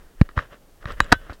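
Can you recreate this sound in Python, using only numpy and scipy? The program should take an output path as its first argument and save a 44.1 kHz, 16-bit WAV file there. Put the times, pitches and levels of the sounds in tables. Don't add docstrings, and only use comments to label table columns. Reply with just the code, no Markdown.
import sys
import numpy as np
from scipy import signal
from scipy.fft import rfft, irfft, next_fast_len
from scipy.io import wavfile

SR = 44100
rng = np.random.default_rng(int(sys.argv[2]) if len(sys.argv) > 2 else 0)


def waveform_to_disk(signal):
    frames = np.transpose(np.atleast_2d(signal))
    scaled = np.clip(frames, -1, 1) * 32767
    samples = np.round(scaled).astype(np.int16)
    wavfile.write(sys.argv[1], SR, samples)


N = 61739
T = np.arange(N) / SR

# (frequency [Hz], relative level [dB])
AIR_SPECTRUM = [(30, -14.5), (70, -5), (130, -7.5), (300, -10), (500, -10.5), (900, -17), (1800, -26),
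                (3000, -26.5), (15000, -31)]
# (time [s], level [dB])
SWAY_LEVELS = [(0, -47), (0.07, -44), (0.12, -67), (0.2, -39), (0.3, -48), (0.42, -44.5), (0.6, -54),
               (0.8, -49.5), (0.93, -35.5), (1.04, -40), (1.1, -39.5), (1.17, -35.5), (1.25, -44.5),
               (1.4, -52.5)]
# (frequency [Hz], relative level [dB])
SWAY_SPECTRUM = [(10, -9.5), (22, 5), (34, -1.5), (50, -9.5), (110, -29), (250, -39.5), (800, -54)]
# (time [s], level [dB])
RUB_LEVELS = [(0, -58), (0.17, -67), (0.195, -55.5), (0.24, -58.5), (0.26, -53), (0.28, -71), (0.30, -54.5),
              (0.35, -69), (0.372, -31), (0.398, -34.5), (0.412, -40), (0.46, -50), (0.485, -63),
              (0.53, -43), (0.558, -51.5), (0.58, -68.5), (0.80, -68.5), (0.825, -47.5), (0.85, -58),
              (0.872, -40), (0.91, -34), (0.93, -42.5), (0.955, -51.5), (1.0, -44), (1.05, -41.5),
              (1.075, -48.5), (1.11, -42), (1.135, -27.5), (1.17, -55), (1.25, -49.5), (1.29, -50.5),
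              (1.31, -40.5), (1.335, -53), (1.37, -64.5), (1.4, -70)]
# (frequency [Hz], relative level [dB])
RUB_SPECTRUM = [(100, 4.5), (300, -4), (450, -1.5), (580, 4), (750, -10.5), (1000, -4.5), (1280, -1),
                (1850, -1), (2300, -13), (3000, -9), (4400, -24), (5500, -23.5), (8000, -38.5),
                (15000, -43)]
# (time [s], level [dB], push length [s])
SHOVES = [(0.2134, 6.5, 0.004226), (0.373, -7.5, 0.0081), (0.8553, -18.5, 0.0066), (0.921, -26.5, 0.0094),
          (1.0017, -16.5, 0.0044), (1.0077, -12, 0.0182), (1.12, -5.5, 0.0093), (1.131, -13, 0.004),
          (1.155, -24.5, 0.011), (1.299, -21.5, 0.0113)]
# (time [s], level [dB])
FITTING_TICKS = [(0.9213, -38), (1.0442, -40.5)]
# (frequency [Hz], relative level [dB], t60 [s])
FITTING_MODES = [(3650, 2, .005), (4950, 0, 0.0055), (7930, -4.5, .014)]
# (time [s], level [dB], low cut [Hz], high cut [Hz], crack against ring [dB], crack decay [s])
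CONTACTS = [(0.2134, -13, 350, 4500, -2.5, 0.0023), (0.2901, -31, 300, 2830, 1, 0.0021),
            (0.3118, -40, 1100, 2500, -3, 0.0015), (0.3662, -44, 400, 5000, -1, .002),
            (0.3762, -6, 850, 1290, -3.5, 0.0023), (0.3897, -4, 1350, 1370, -10, 0.0011),
            (0.8273, -38.5, 1110, 2200, -2, .002), (0.842, -25.5, 300, 700, -2, 0.002),
            (0.856, -21.5, 500, 3170, 1, 0.00093), (0.904, -25.5, 400, 1310, -1, .003),
            (1.0034, -1.5, 600, 6100, 1.5, 0.0013), (1.034, -35, 600, 1500, -3, .002),
            (1.1182, -14.5, 500, 2960, -1, 0.0016), (1.1199, -4, 1500, 4000, 0, 0.0023),
            (1.1239, -1.5, 1400, 5320, 3.5, 0.0033), (1.1270, -2, 1400, 4760, -1, 0.00058),
            (1.2665, -34, 151, 1000, -3, 0.0014), (1.2964, -18.5, 250, 970, -5, 0.0024),
            (1.303, -34, 300, 3000, 1, 0.0023), (1.322, -25.5, 250, 670, -1.5, 0.0027),
            (1.331, -35.5, 4600, 5500, 0.5, 0.013)]
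# (frequency [Hz], relative level [dB], t60 [s])
CASE_MODES = [(291, -12, 0.046), (570, -16, .03), (726, -19.5, 0.023), (956, -21, 0.014),
              (1192, -2.5, 0.016), (1425, -6, .014), (1586, -6.5, 0.018), (1873, -4, .014),
              (2657, -15.5, 0.0098), (2920, -41, .016), (3843, -11.5, 0.016), (4580, -14, .01),
              (5370, -22.5, 0.0089), (6910, -20.5, 0.015)]
# (frequency [Hz], relative level [dB])
CRACK_SPECTRUM = [(100, -7), (300, 9), (700, -1.5), (1400, 10.5), (2400, -11), (4000, -5), (7000, -15.5),
                  (11000, -10), (16000, -21)]
# (frequency [Hz], relative level [dB], t60 [s])
BUCKLE_MODES = [(2500, 3, .05), (2934, -6, .16), (3607, -12, .08), (3908, 0, .09), (4120, -7, .05),
                (6988, -14, .18), (7343, -16, .13), (7750, -16, .1)]
BOUNCE_LEVELS = [-11.5, 2.5, -2]
# (frequency [Hz], relative level [dB], t60 [s])
CHATTER_MODES = [(308, -2.5, 0.019), (480, -7, 0.011), (710, -0.5, .012), (958, -2, .012), (1394, 1, 0.012),
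                 (1790, 1.5, 0.01), (3820, -8, 0.0097), (4670, -12, 0.0093)]
# (frequency [Hz], relative level [dB], t60 [s])
REEL_MODES = [(1534, 0, .12), (1744, -17, .11), (2503, -12, .053), (2950, -29, .25), (3451, -23, .17),
              (3908, -15, .081), (14900, -42, .2)]


def amp(db):
    return 10 ** (np.asarray(db) / 20)


def envelope(points):
    return amp(np.interp(T, *np.array(points).T))


def colour(x, spectrum):
    hz, db = np.array(spectrum).T
    size = next_fast_len(len(x))
    freqs = np.maximum(np.fft.rfftfreq(size, 1 / SR), 1)
    gain = amp(np.interp(np.log(freqs), np.log(hz), db)) * np.minimum(freqs / hz[0], 1)
    shaped = irfft(rfft(x, size) * gain, size)[:len(x)]
    return shaped / np.std(shaped)


def ring(modes, size=16384):
    t = T[:size]
    return sum((-1) ** k * amp(db) * np.sin(2 * np.pi * hz * t) * np.exp(-np.log(1000) * t / t60)
               for k, (hz, db, t60) in enumerate(modes))


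def add(out, start, sound):
    i = int(np.clip(round(start * SR), 0, N - 1))
    out[i:i + len(sound)] += sound[:N - i]


def lake(air_db=-57.5, bubble_db=-58.5, bubbles_per_s=60, centre_hz=395, rise_per_s=5, t60=0.033):
    out = amp(air_db) * colour(rng.standard_normal(N), AIR_SPECTRUM)
    t = T[:SR // 10]
    decay = np.exp(-np.log(1000) * t / t60)
    for when, pitch, strength in rng.random((int(bubbles_per_s * N / SR), 3)):
        hz = centre_hz * 2 ** (2 * pitch - 1)
        phase = 2 * np.pi * hz * (t + rise_per_s * t * t / 2)
        add(out, when * N / SR, amp(bubble_db) * 2 * strength * np.sin(phase) * decay)
    return out


def body_sway():
    return colour(rng.standard_normal(N), SWAY_SPECTRUM) * envelope(SWAY_LEVELS)


def cloth_rub(grain=0.28, grip_samples=64):
    grip = np.repeat(rng.standard_normal(N // grip_samples + 1), grip_samples)[:N]
    slips = rng.standard_normal(N) * np.exp(grain * grip)
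    return colour(slips, RUB_SPECTRUM) * envelope(RUB_LEVELS)


def mount_thumps(mount_hz=47.5, damping=1.496, softness=1.34):
    push = np.zeros(N)
    for start, db, length in SHOVES:
        pulse = np.abs(np.sin(np.pi * np.minimum(T / length, 1))) ** softness
        add(push, start, -amp(db) * pulse)
    omega = 2 * np.pi * mount_hz
    mount = signal.bilinear([1, 0, 0], [1, damping * omega, omega ** 2], SR)
    return signal.lfilter(*mount, push)


def fitting_ticks():
    out = np.zeros(N)
    for start, db in FITTING_TICKS:
        add(out, start, amp(db) * ring(FITTING_MODES))
    return out


def case_knocks(crack_rise_s=0.00027):
    out = np.zeros(N)
    case = ring(CASE_MODES, size=4096)
    t = T[:len(case)]
    attack = 1 - np.exp(-t / crack_rise_s)
    for start, db, low_cut_hz, high_cut_hz, crack_db, decay_s in CONTACTS:
        crack = colour(rng.standard_normal(len(t)), CRACK_SPECTRUM) * attack * np.exp(-t / decay_s)
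        knock = case + amp(crack_db) * crack
        dulled = signal.lfilter(*signal.butter(2, high_cut_hz, fs=SR), knock)
        thinned = signal.lfilter(*signal.butter(2, low_cut_hz, "high", fs=SR), dulled)
        add(out, start, amp(db) * thinned)
    return out


def buckle_ring(start_s=1.004, gain_db=-35):
    out = np.zeros(N)
    add(out, start_s, amp(gain_db) * ring(BUCKLE_MODES))
    return out


def reel_hit(chatter_s=1.1198, bounce_gap_s=0.00418, ring_s=1.1237, ring_db=-18):
    out = np.zeros(N)
    for k, db in enumerate(BOUNCE_LEVELS):
        add(out, chatter_s + k * bounce_gap_s, amp(db) * ring(CHATTER_MODES))
    add(out, ring_s, amp(ring_db) * ring(REEL_MODES))
    return out


def scene():
    tackle = mount_thumps() + fitting_ticks() + case_knocks() + buckle_ring() + reel_hit()
    return (tackle + cloth_rub() + body_sway() + lake())[None]


def record(dry, top_hz=16300):
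    low_pass = signal.ellip(10, 0.1, 90, top_hz, fs=SR, output="sos")
    return signal.sosfilt(low_pass, np.clip(dry, -1, 1))


dry = scene()
out = record(dry)
waveform_to_disk(out)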